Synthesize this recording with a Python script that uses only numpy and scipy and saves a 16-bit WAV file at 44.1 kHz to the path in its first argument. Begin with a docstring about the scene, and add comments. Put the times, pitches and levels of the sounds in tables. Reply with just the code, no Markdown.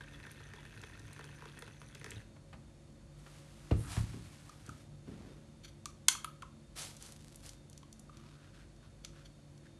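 """Hot water runs from a kettle into a nearly full ceramic mug: it splats, plops and traps ringing bubbles.
The kettle is set down with a thud that makes the wooden table ring, and sleeves rustle.
A little plastic creamer cup is picked up and its tab is snapped. The foil lid peels back as its glue
lets go in tiny snaps, and fingers rub, creak and click on the hollow cup.
Behind it all, a fridge hums in the small kitchen."""
import sys
import numpy as np
from scipy import signal
from scipy.fft import rfft, irfft
from scipy.io import wavfile

SR = 44100
rng = np.random.default_rng(int(sys.argv[2]) if len(sys.argv) > 2 else 0)


def digitize_waveform(pressure):
    """Quantize a signal to 16-bit integers and store it at the path in sys.argv[1].

    Rows of a 2-D input are taken as channels; values are limited to [-1, 1].
    """
    field = np.atleast_2d(pressure).T
    bounded = np.clip(field, -1, 1)
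    quanta = np.round(bounded * 32767).astype(np.int16)
    wavfile.write(sys.argv[1], SR, quanta)


N = 431738
TIME = np.arange(N) / SR  # seconds through the whole scene
BURST = np.arange(2048) / SR  # seconds through one short sound

# Levels in the tables are relative: the functions turn them up or down.
# The fridge's hum. Each row: pitch in Hz, level in dB.
FRIDGE_TONES = [(48.4, -65), (96.9, -67), (145.3, -60.5), (220.7, -68.5), (290.7, -71.5), (339.1, -72.5),
                (549.1, -75.5)]
# The tone colour of the room noise. Each row: frequency in Hz, level in dB.
ROOM_COLOUR = [(20, -26.5), (45, -1), (145, -3.5), (243, -10.5), (331, -10.5), (418, -18.5), (555, -15.5),
               (817, -23.5), (2820, -31), (8580, -34.5), (11100, -37.5), (12000, -48.5)]
# Faint hiss and appliance whine. Each row: pitch in Hz, width in Hz, level in dB.
HISS_BANDS = [(550, 150, -7), (3640, 11, 16), (4410, 67, 8), (6550, 450, -1.5)]
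# The kitchen's echo. Each row: frequency in Hz, seconds to fade by 60 dB.
ECHO_TIMES = [(100, 0.9), (500, 0.44), (5000, 0.29), (12000, 0.25)]

# Sleeves swish most as the arm lets go of the kettle. Each row: time in seconds, level in dB.
SLEEVE_LEVELS = [(3.1, -86), (3.2, -66.5), (3.36, -62), (3.5, -66), (3.86, -59.5), (3.92, -46), (3.99, -49),
                 (4.06, -59), (4.26, -60.5), (4.45, -64), (4.61, -66), (4.82, -64.5), (4.88, -83)]
# An arm brushes the tablecloth. Each row: start in seconds, length in seconds, level in dB.
ARM_BRUSHES = [(5.05, 0.26, -59)]
# The tone colours of sleeves, tablecloth and kettle shell. Each row: frequency in Hz, level in dB.
SLEEVE_COLOUR = [(300, -23), (700, -0.5), (1350, 0), (9000, -6.5), (12000, -12)]
TABLECLOTH_COLOUR = [(100, -4), (200, 4), (800, -17), (5000, -29), (12000, -39.5)]
SHELL_COLOUR = [(500, -17), (1100, 0), (2400, -1), (10000, -26.5)]
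# Kettle and hands hit the table. Each row: time in seconds, thud level in dB, thud pitch in Hz,
# clack level in dB, tick level in dB.
TABLE_BLOWS = [(2.376, -62, 130, -70, -58.5), (2.542, -47, 120, -70, -47.5), (3.276, -62, 130, -56, -51),
               (3.723, -22.5, 80, -25, -37.5), (3.979, -27.5, 90, -42, -39.5),
               (4.144, -41.5, 188, -65, -53.5), (4.691, -43.5, 138, -56, -57),
               (5.09, -43.5, 156, -49.5, -65)]
# How the table, the squeak and the scrape ring. Each row: pitch in Hz, width in Hz, level in dB.
TABLE_RINGS = [(45, 7, 7), (80, 13.5, 3), (109.9, 7.8, 15), (187.6, 16, 5.5), (274, 38, 10), (390, 71, 6.5),
               (686, 62, 6)]
SQUEAK_RINGS = [(7300, 120, -1), (8600, 140, 7), (10860, 230, 6)]
SCRAPE_RINGS = [(1300, 630, 0)]
# The kettle's foot slides as it settles. Each row: start in seconds, length in seconds, level in dB.
FOOT_SQUEAKS = [(3.76, 0.22, -60.5)]
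FOOT_SCRAPES = [(3.81, 0.08, -56)]

# How the plastic cup's wall rings. Each row: pitch in Hz, width in Hz, level in dB.
CUP_RINGS = [(1510, 370, 5.5), (2200, 288, 2.5), (3260, 330, 4), (4370, 290, 1), (5910, 340, 3),
             (6870, 220, -0.5), (7940, 700, -11.5), (9500, 650, -3.5), (10950, 1200, -6.5)]
# The wall buckles. Each row: time in seconds, click level in dB, crack level in dB, crack pitch in Hz,
# pop level in dB, pop pitch in Hz.
CUP_BUCKLES = [(4.494, -60, -48, 5000, -46, 1250), (4.692, -60, -41.5, 6600, -41, 1266),
               (5.857, -38, -27, 5930, -39, 1180), (6.0826, -26, -34, 8950, -31.5, 1010),
               (6.0841, -16.5, -7.5, 6440, -27.5, 1456), (6.15, -38.5, -47, 6000, -37.5, 1170),
               (6.2446, -31.5, -31.5, 9800, -32.5, 1277), (6.422, -40.5, -44, 6500, -41.5, 1330),
               (6.4293, -58, -62, 6460, -41, 1044), (7.8304, -52, -63, 4110, -52.5, 1066),
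               (8.0941, -65, -70, 3000, -48, 1220), (9.048, -44.5, -37, 4490, -53, 1310)]
# Fingernails tap or spots of glue let go. Each row: time in seconds, level in dB, pitch in Hz.
CUP_TICKS = [(4.6638, -43.5, 6300), (6.8213, -32.5, 7000), (6.967, -40, 6250), (7.0248, -36, 7400),
             (7.0632, -39, 7020), (7.122, -40.5, 7500), (7.358, -41, 8900), (7.4623, -39.5, 6810),
             (7.4923, -36, 5000), (7.6987, -41, 7300), (7.73, -42.5, 4840), (7.777, -40.5, 5400),
             (7.9276, -41, 5900), (7.995, -43, 7500), (8.1707, -44.5, 3500), (8.764, -52.5, 4590),
             (9.5776, -55, 5000)]
# Fingers slide, grip and pull the lid, which keeps creeping off between pulls.
# Each row: start in seconds, length in seconds, level in dB.
FINGER_RUBS = [(4.63, 0.05, -67.5), (8.1, 0.39, -69.5), (8.23, 0.059, -71.5), (8.52, 0.096, -64.5),
               (8.8, 0.065, -71.5), (9.12, 0.1, -66.5), (9.62, 0.05, -71)]
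GRIP_CREAKS = [(5.63, 0.026, -52), (5.674, 0.015, -55), (9.033, 0.019, -56.5), (9.243, 0.019, -57)]
LID_PULLS = [(6.752, 0.099, -46), (6.99, 0.1, -59), (7.42, 0.037, -56.5)]
LID_CREEP = [(6.88, 0.63, -72.5)]
# The tone colours of skin on plastic and of foil. Each row: frequency in Hz, level in dB.
SKIN_COLOUR = [(900, -12), (1700, -4), (3000, -1.5), (5200, -6.5), (12000, -19)]
FOIL_COLOUR = [(240, -26), (450, 1.5), (1800, -2.5), (4500, 0.5), (10000, -2), (12000, -8)]

# The stream thins, then spatters as the kettle is raised. Each row: time in seconds, level in dB.
STREAM_LEVELS = [(0, -53), (1.62, -54), (1.8, -60), (2.02, -56), (2.07, -52), (2.201, -48.5), (2.27, -77)]
# The biggest lumps of water, bubbles and flying drops.
# Each row: time in seconds, level in dB, base pitch in Hz.
BIG_PLOPS = [(0.0084, -43.5, 1504), (0.2005, -45, 1820), (0.2389, -44, 1810), (0.2668, -41, 1720),
             (0.404, -44, 1490), (0.5359, -39.5, 1740), (0.562, -50.5, 1300), (0.6517, -43, 1900),
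             (0.7756, -44.5, 1800), (0.8365, -37.5, 1840), (0.897, -48, 1770), (1.081, -48.5, 1850),
             (1.109, -48, 1420), (1.1631, -44.5, 1800), (1.1925, -39, 1500), (1.2093, -42.5, 1690),
             (1.242, -43, 1880), (1.2905, -48, 1900), (1.394, -49.5, 1485), (1.4224, -40, 1270),
             (1.4557, -40, 1460), (1.5731, -44.5, 1750), (1.6224, -35, 1880), (1.678, -43.5, 1500),
             (1.8164, -43, 1290), (1.9521, -39.5, 2560), (2.0138, -40.5, 2120), (2.0436, -37, 1860),
             (2.0621, -36.5, 2080), (2.117, -39, 2530)]
BIG_BUBBLES = [(0.008, -36, 1600), (0.252, -40.5, 1596), (0.584, -49, 940)]
BIG_DROPS = [(0.315, -39.5, 11400), (0.816, -42.5, 6040), (0.995, -45, 6100), (1.079, -52.5, 6200),
             (1.131, -43.5, 8850), (1.243, -40, 4840), (1.591, -38, 9450), (1.949, -40, 6000),
             (2.0433, -36.5, 5600), (2.1063, -36.5, 7700)]
# The tone colours of the fizzing water and the spray. 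Each row: frequency in Hz, level in dB.
FIZZ_COLOUR = [(250, -14), (430, 3), (720, -11.5), (1600, 3), (3500, -5), (4500, -5.5), (8000, -13)]
SPRAY_COLOUR = [(3000, 7), (5200, -3), (6150, 14), (7700, -18), (9200, 9.5), (13000, -13)]
# How the air above the water rings. Each row: pitch in Hz, width in Hz, level in dB.
MUG_RINGS = [(937, 140, 4.5), (1540, 400, -8.5), (1821, 34, 8), (2580, 110, 5.5), (3400, 200, 2.5)]

TICK_LEAD_S = 0.0122  # an edge touches the table this long before the weight lands


def from_db(db):
    """Turn decibels into a number to multiply by."""
    return 10 ** (np.asarray(db) / 20)


def rms_one(x):
    """Scale a sound so its average strength (rms) is one."""
    return x / np.sqrt(np.mean(x ** 2) + 1e-20)


def peak_one(x):
    """Scale a sound so its biggest swing is one."""
    return x / np.max(np.abs(x))


def level(rows):
    """Join (seconds, dB) points into a volume curve, silent before and after."""
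    times, dbs = np.transpose(rows)
    return from_db(np.interp(TIME, times, dbs, left=-150, right=-150))


def strokes(rows, attack_s, release_s):
    """A volume curve for sliding movements: each swells, then dies away once its length is up."""
    gain = 0
    for start, length, db in rows:
        swell = np.clip((TIME - start) / attack_s, 0, 1)
        fade = np.exp(-np.clip((TIME - start - length) / release_s, 0, 20))
        gain = gain + from_db(db) * swell * fade
    return gain


def at_hz(rows, hz):
    """Read between a table's rows, with octaves evenly spaced."""
    pitches, values = np.transpose(rows)
    return np.interp(np.log(np.maximum(hz, 1)), np.log(pitches), values)


def add(out, s, sound):
    """Mix in a short sound at s seconds."""
    start = max(0, int(s * SR))
    out[start:start + len(sound)] += sound[:max(0, N - start)]


def drift(per_s):
    """Wander at random around zero, typically by about one."""
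    points = rng.standard_normal(4096)
    return rms_one(np.interp(TIME * per_s, np.arange(len(points)), points))


def keep_band(x, order, hz, kind):
    """Keep the lows, the highs or a band; a higher order cuts more sharply."""
    return signal.sosfilt(signal.butter(order, hz, kind, fs=SR, output="sos"), x)


def colour(x, spectrum, size=8192):
    """Give a sound a tone colour and an average strength of one."""
    gains = from_db(at_hz(spectrum, np.arange(size // 2 + 1) * SR / size))
    cepstrum = irfft(np.log(gains))
    # folding this in half makes the filter ring only after a click, never before
    cepstrum[1:size // 2] *= 2
    cepstrum[size // 2 + 1:] = 0
    response = irfft(np.exp(rfft(cepstrum)))
    return rms_one(signal.oaconvolve(x, response)[:N])


def resonate(x, rings):
    """Let a sound ring at each listed pitch; narrow widths ring longer."""
    out = 0
    for hz, width, db in rings:
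        r = np.exp(-np.pi * width / SR)
        feedback = [1, -2 * r * np.cos(2 * np.pi * hz / SR), r * r]
        out = out + from_db(db) * (1 - r * r) / 2 * signal.lfilter([1, 0, -1], feedback, x + 1e-18)
    return out


def grains(per_s, spread_db):
    """Random clicks, many small and a few large."""
    sizes = from_db(spread_db * np.minimum(rng.exponential(1, N), 4)) * rng.choice([-1, 1], N)
    return sizes * (rng.random(N) < per_s / SR)


def crack(decay_s):
    """A sudden break, then a dying scatter of tiny slips, about equally strong at all pitches."""
    burst = 0.24 * rng.standard_normal(len(BURST)) * np.exp(-BURST / decay_s)
    burst[0] = 1
    evened = irfft(np.exp(1j * np.angle(rfft(burst))))
    return evened * np.exp(-BURST / (10 * decay_s))


def background(waver_db=2.5, wobble=0.95):
    """A fridge's hum wavers over soft room noise and hiss."""
    hum = 0
    for hz, db in FRIDGE_TONES:
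        gain = from_db(db - 0.5 + waver_db * drift(7.3)) * np.sqrt(2)
        hum = hum + gain * np.sin(2 * np.pi * (hz * TIME + rng.random()) + wobble * drift(3.9))
    air = from_db(-59) * colour(rng.standard_normal(N), ROOM_COLOUR)
    hiss = from_db(-79) * rms_one(resonate(rng.standard_normal(N), HISS_BANDS))
    return hum + air + hiss


def kitchen_echo(x, first_echo_s=0.0071):
    """Sound bounces around the room, and the high pitches die first."""
    t = TIME[:SR // 2]
    edges = np.geomspace(50, 14000, 9)
    tail = 0
    for low, high in zip(edges, edges[1:]):
        band = keep_band(rng.standard_normal(len(t)), 2, [low, high], "band")
        tail = tail + band * np.exp(-np.log(1000) * t / at_hz(ECHO_TIMES, np.sqrt(low * high)))
    tail = tail * (t > first_echo_s)
    return signal.oaconvolve(x, tail / np.sqrt(np.sum(tail ** 2)))[:N]


def sleeves():
    """Cloth fibres rub together, louder as the arm moves faster; an arm brushes the tablecloth."""
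    speed = level(SLEEVE_LEVELS) * from_db(drift(32))
    swish = speed * colour(grains(9000, 3.6), SLEEVE_COLOUR)
    brushing = from_db(5.5) * strokes(ARM_BRUSHES, attack_s=0.027, release_s=0.132)
    return swish + brushing * colour(grains(1500, 1.7), TABLECLOTH_COLOUR)


def contacts(tick_hz=1190, clack_hz=370, clack_lead_s=0.00797, gap_s=0.02916, loss_db=6, rise=1.09):
    """List (seconds, dB, Hz) for each blow: a tick, a clack, a thud and two lighter, higher bounces."""
    rows = []
    for s, thud_db, hz, clack_db, tick_db in TABLE_BLOWS:
        rows += [(s - TICK_LEAD_S, tick_db, tick_hz), (s - clack_lead_s, clack_db, clack_hz)]
        for k in range(3):
            rows.append((s + k * gap_s * rng.uniform(0.93, 1.07), thud_db - k * loss_db, hz * rise ** k))
    return rows


def knocks(ring_db=-4.5, rattle_db=-6.5, rattle_s=0.018):
    """Each contact is one push and rebound; the table rings and loose things on it shiver."""
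    push, rattle = np.zeros((2, N))
    for s, db, hz in contacts():
        x = 2 * np.pi * hz * (BURST - BURST.mean())
        add(push, s - BURST.mean(), from_db(db) * peak_one(-x * np.exp(-x * x / 2)))
        shiver = rms_one(keep_band(rng.standard_normal(len(BURST)), 3, [hz * 0.4, hz * 1.23], "band"))
        add(rattle, s, from_db(db + rattle_db) * shiver * np.exp(-BURST / rattle_s))
    return push + from_db(ring_db) * resonate(push, TABLE_RINGS) + rattle


def kettle_shell(decay_s=0.013):
    """The kettle's plastic shell chatters briefly after each first touch."""
    touches = np.zeros(N)
    for s, _, _, _, tick_db in TABLE_BLOWS:
        add(touches, s - TICK_LEAD_S, from_db(tick_db - 6) * np.exp(-BURST / decay_s))
    return touches * colour(rng.standard_normal(N), SHELL_COLOUR)


def kettle_slide():
    """The kettle's foot squeaks at a few high pitches and scrapes as it settles."""
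    squeak = rms_one(resonate(rng.standard_normal(N), SQUEAK_RINGS))
    squeak *= strokes(FOOT_SQUEAKS, attack_s=0.015, release_s=0.04)
    scrape = rms_one(resonate(resonate(grains(3000, 2.8), SCRAPE_RINGS), SCRAPE_RINGS))
    return squeak + scrape * strokes(FOOT_SCRAPES, attack_s=0.05, release_s=0.033)


def fingers(hollow_hz=1400, creak_hz=3600):
    """Sliding skin stirs the cup's hollow, whose note shifts; a tighter grip makes the wall creak."""
    slips = grains(2200, 3.7) * from_db(drift(40))
    note = np.sin(2 * np.pi * np.cumsum(hollow_hz * (1 + 0.09 * drift(9))) / SR)
    hollow = from_db(-1) * rms_one(note * keep_band(slips, 2, 230, "low"))
    skin = from_db(-1.5) * colour(slips, SKIN_COLOUR)
    sliding = strokes(FINGER_RUBS, attack_s=0.037, release_s=0.017) * (skin + hollow)
    catches = resonate(grains(2400, 1.6), [(creak_hz, creak_hz, 0)])
    grip = from_db(1) * strokes(GRIP_CREAKS, attack_s=0.023, release_s=0.0057)
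    return sliding + grip * rms_one(resonate(catches, CUP_RINGS))


def lid_peel(uneven_db=1.5, jerk_db=1.5, wall_db=-27):
    """Glue lets go in thousands of tiny snaps a second; the foil crinkles and the cup rings along."""
    tearing = rms_one(grains(4000, 1.5) * from_db(uneven_db * drift(90)))
    pull = strokes(LID_PULLS, attack_s=0.023, release_s=0.046) * from_db(jerk_db * drift(45))
    creep = from_db(6.5) * strokes(LID_CREEP, attack_s=0.03, release_s=0.051)
    force = pull * tearing + creep * rms_one(grains(430, 4.7))  # creeping snaps come one by one
    wall = from_db(wall_db) * rms_one(resonate(force, CUP_RINGS))
    return np.std(force) * (colour(force, FOIL_COLOUR) + wall)


def snap(db, hz, width_hz, scatter_s, raw_db):
    """One break in the plastic, centred on hz and coloured by the cup's wall."""
    force = resonate(crack(scatter_s), [(hz, width_hz, 0)])
    force = resonate(force, [(hz, 2 * width_hz, 0)])
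    return from_db(db) * peak_one(resonate(force, CUP_RINGS) + from_db(raw_db) * force)


def cup_snaps(click_hz=2630):
    """The thin wall clicks and cracks brightly; fingernails and spots of glue give lighter ticks."""
    out = np.zeros(N)
    for s, click_db, crack_db, crack_hz, _, _ in CUP_BUCKLES:
        add(out, s, snap(click_db, click_hz, width_hz=2350, scatter_s=0.0042, raw_db=-1))
        add(out, s, snap(crack_db + 2.5, crack_hz, width_hz=4900, scatter_s=0.0022, raw_db=-3.5))
    for s, db, hz in CUP_TICKS:
        add(out, s, snap(db, hz, width_hz=5500, scatter_s=0.0025, raw_db=-3))
    return keep_band(out, 4, 850, "high")  # so small a cup gives off no bass


def cup_pops(lag_s=0.0005, swell_s=0.0021, tremble=0.061, octave_db=-20.5):
    """Just after the wall buckles, the hollow gives a short pop, unsteady as the wall moves."""
    out = np.zeros(N)
    swell = peak_one(BURST * np.exp(-BURST / swell_s))
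    for s, _, _, _, db, hz in CUP_BUCKLES:
        phase = 2 * np.pi * hz * BURST + np.cumsum(rng.normal(0, tremble, len(BURST)))
        note = np.sin(phase) + from_db(octave_db) * np.sin(2 * phase)
        add(out, s + lag_s, from_db(db) * swell * note)
    return out


def drumming():
    """The falling stream faintly shakes the table through the mug."""
    thumps = resonate(grains(200, 8.5), [(94, 35, 0)])
    return from_db(-7) * level(STREAM_LEVELS) * rms_one(resonate(thumps, TABLE_RINGS))


def spray(rise_db_per_s=1.5, flicker_db=2):
    """Big drops spit off the surface; a fine spray of ringing droplets grows as the mug fills."""
    spits = np.zeros(N)
    for s, db, hz in BIG_DROPS:
        add(spits, s, from_db(db) * peak_one(resonate(crack(0.0023), [(hz, 2600, 0)])))
    droplets = sum(resonate(grains(60, 4.5), [(hz, 1200, 0)]) for hz in np.linspace(4000, 11500, 10))
    last_spatter_s = STREAM_LEVELS[-2][0]
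    flow = strokes([(0.0076, last_spatter_s, -74.5)], attack_s=0.0086, release_s=0.0086)
    flow *= from_db(rise_db_per_s * TIME - flicker_db * drift(25.64))
    return spits + flow * colour(droplets, SPRAY_COLOUR)


def bubble(hz, ring_s, rise_per_s=3.3):
    """Trapped air rings for a moment, its pitch creeping up as it nears the surface."""
    return np.sin(2 * np.pi * hz * BURST * (1 + rise_per_s * BURST / 2)) * np.exp(-BURST / ring_s)


def trapped_air(gulp_hz=430, gulp_s=0.00807, within_s=0.025):
    """Each dent in the water closes with a gulp and drags down two bubbles; a few big ones stand out."""
    out = np.zeros(N)
    for s, db, hz in BIG_PLOPS:
        gulp = bubble(gulp_hz * 2 ** rng.normal(0, 0.064), gulp_s)
        add(out, s + gulp_s / 2, from_db(db - 7) * gulp)
        for delay, pitch in rng.random((2, 2)):
            add(out, s + within_s * delay, from_db(db - 12) * bubble(hz * 2 ** (pitch - 0.5), 0.0029))
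    swell = 1 - np.exp(-BURST / 0.00083)
    for s, db, hz in BIG_BUBBLES:
        add(out, s, from_db(db) * peak_one(bubble(hz, ring_s=0.0019) * swell))
    return out


def plop(hz, fall_s, ring_s, tremble=0.16, open_s=0.00031):
    """A dent opens in the water: its note swells, drops as the dent grows, and trembles with its wall."""
    phase = 2 * np.pi * hz * fall_s * np.log1p(BURST / fall_s)
    phase += np.cumsum(rng.normal(0, tremble, len(BURST)))
    return peak_one(np.sin(phase) * np.exp(-BURST / ring_s) * (1 - np.exp(-BURST / open_s)))


def pour(ring_s=0.0025, patter_hz=1550, patter_count=620, fill_loss_db_per_s=1.5):
    """Big plops and splats, a patter of small bubbles and fine fizz all ring in the mug."""
    big, patter = np.zeros((2, N))
    end_s = STREAM_LEVELS[-1][0]
    for s, db, hz in BIG_PLOPS:
        add(big, s, from_db(db - 1.4) * plop(hz * 1.36, fall_s=0.00278, ring_s=ring_s))
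        splat = peak_one(resonate(crack(ring_s), [(hz, 2200, 0)]))
        add(big, s, from_db(db + 1) * splat)
    for when, softness, pitch in rng.random((patter_count, 3)):
        blip = plop(patter_hz * 2 ** (1.5 * pitch ** 2), fall_s=0.056, ring_s=0.0036 / (1 + pitch))
        add(patter, when * end_s, from_db(-16 * softness) * blip)
    patter = rms_one(patter) * np.sqrt(end_s / TIME[-1])  # strength one while the water runs
    fizz = colour(grains(2200, 7.7), FIZZ_COLOUR)
    gurgle = level(STREAM_LEVELS) * (from_db(-7.5) * patter + from_db(-9.5) * fizz)
    water = big + trapped_air() + gurgle
    # the air above the water rings less as the mug fills
    mug = from_db(-7 - fill_loss_db_per_s * TIME) * resonate(water, MUG_RINGS)
    return 0.59 * water + mug


def scene():
    """Mix it all. Everything happens within arm's reach, so the echo stays faint."""
    water = pour() + spray()
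    table = knocks() + kettle_shell() + kettle_slide() + drumming()
    cup = cup_snaps() + lid_peel() + fingers()
    pops = cup_pops()
    to_room = from_db(-11) * water + from_db(-13) * table + from_db(-12.5) * cup + from_db(-12) * pops
    return (water + table + cup + pops + kitchen_echo(to_room) + sleeves() + background())[None, :]


def record(dry, bass_hz=36, top_hz=12050):
    """The microphone drops the deepest bass; the highest treble is cut steeply."""
    thinned = keep_band(dry, 5, bass_hz, "high")
    return signal.sosfilt(signal.ellip(10, 0.3, 80, top_hz, fs=SR, output="sos"), thinned)


dry = scene()
out = record(dry)
digitize_waveform(out)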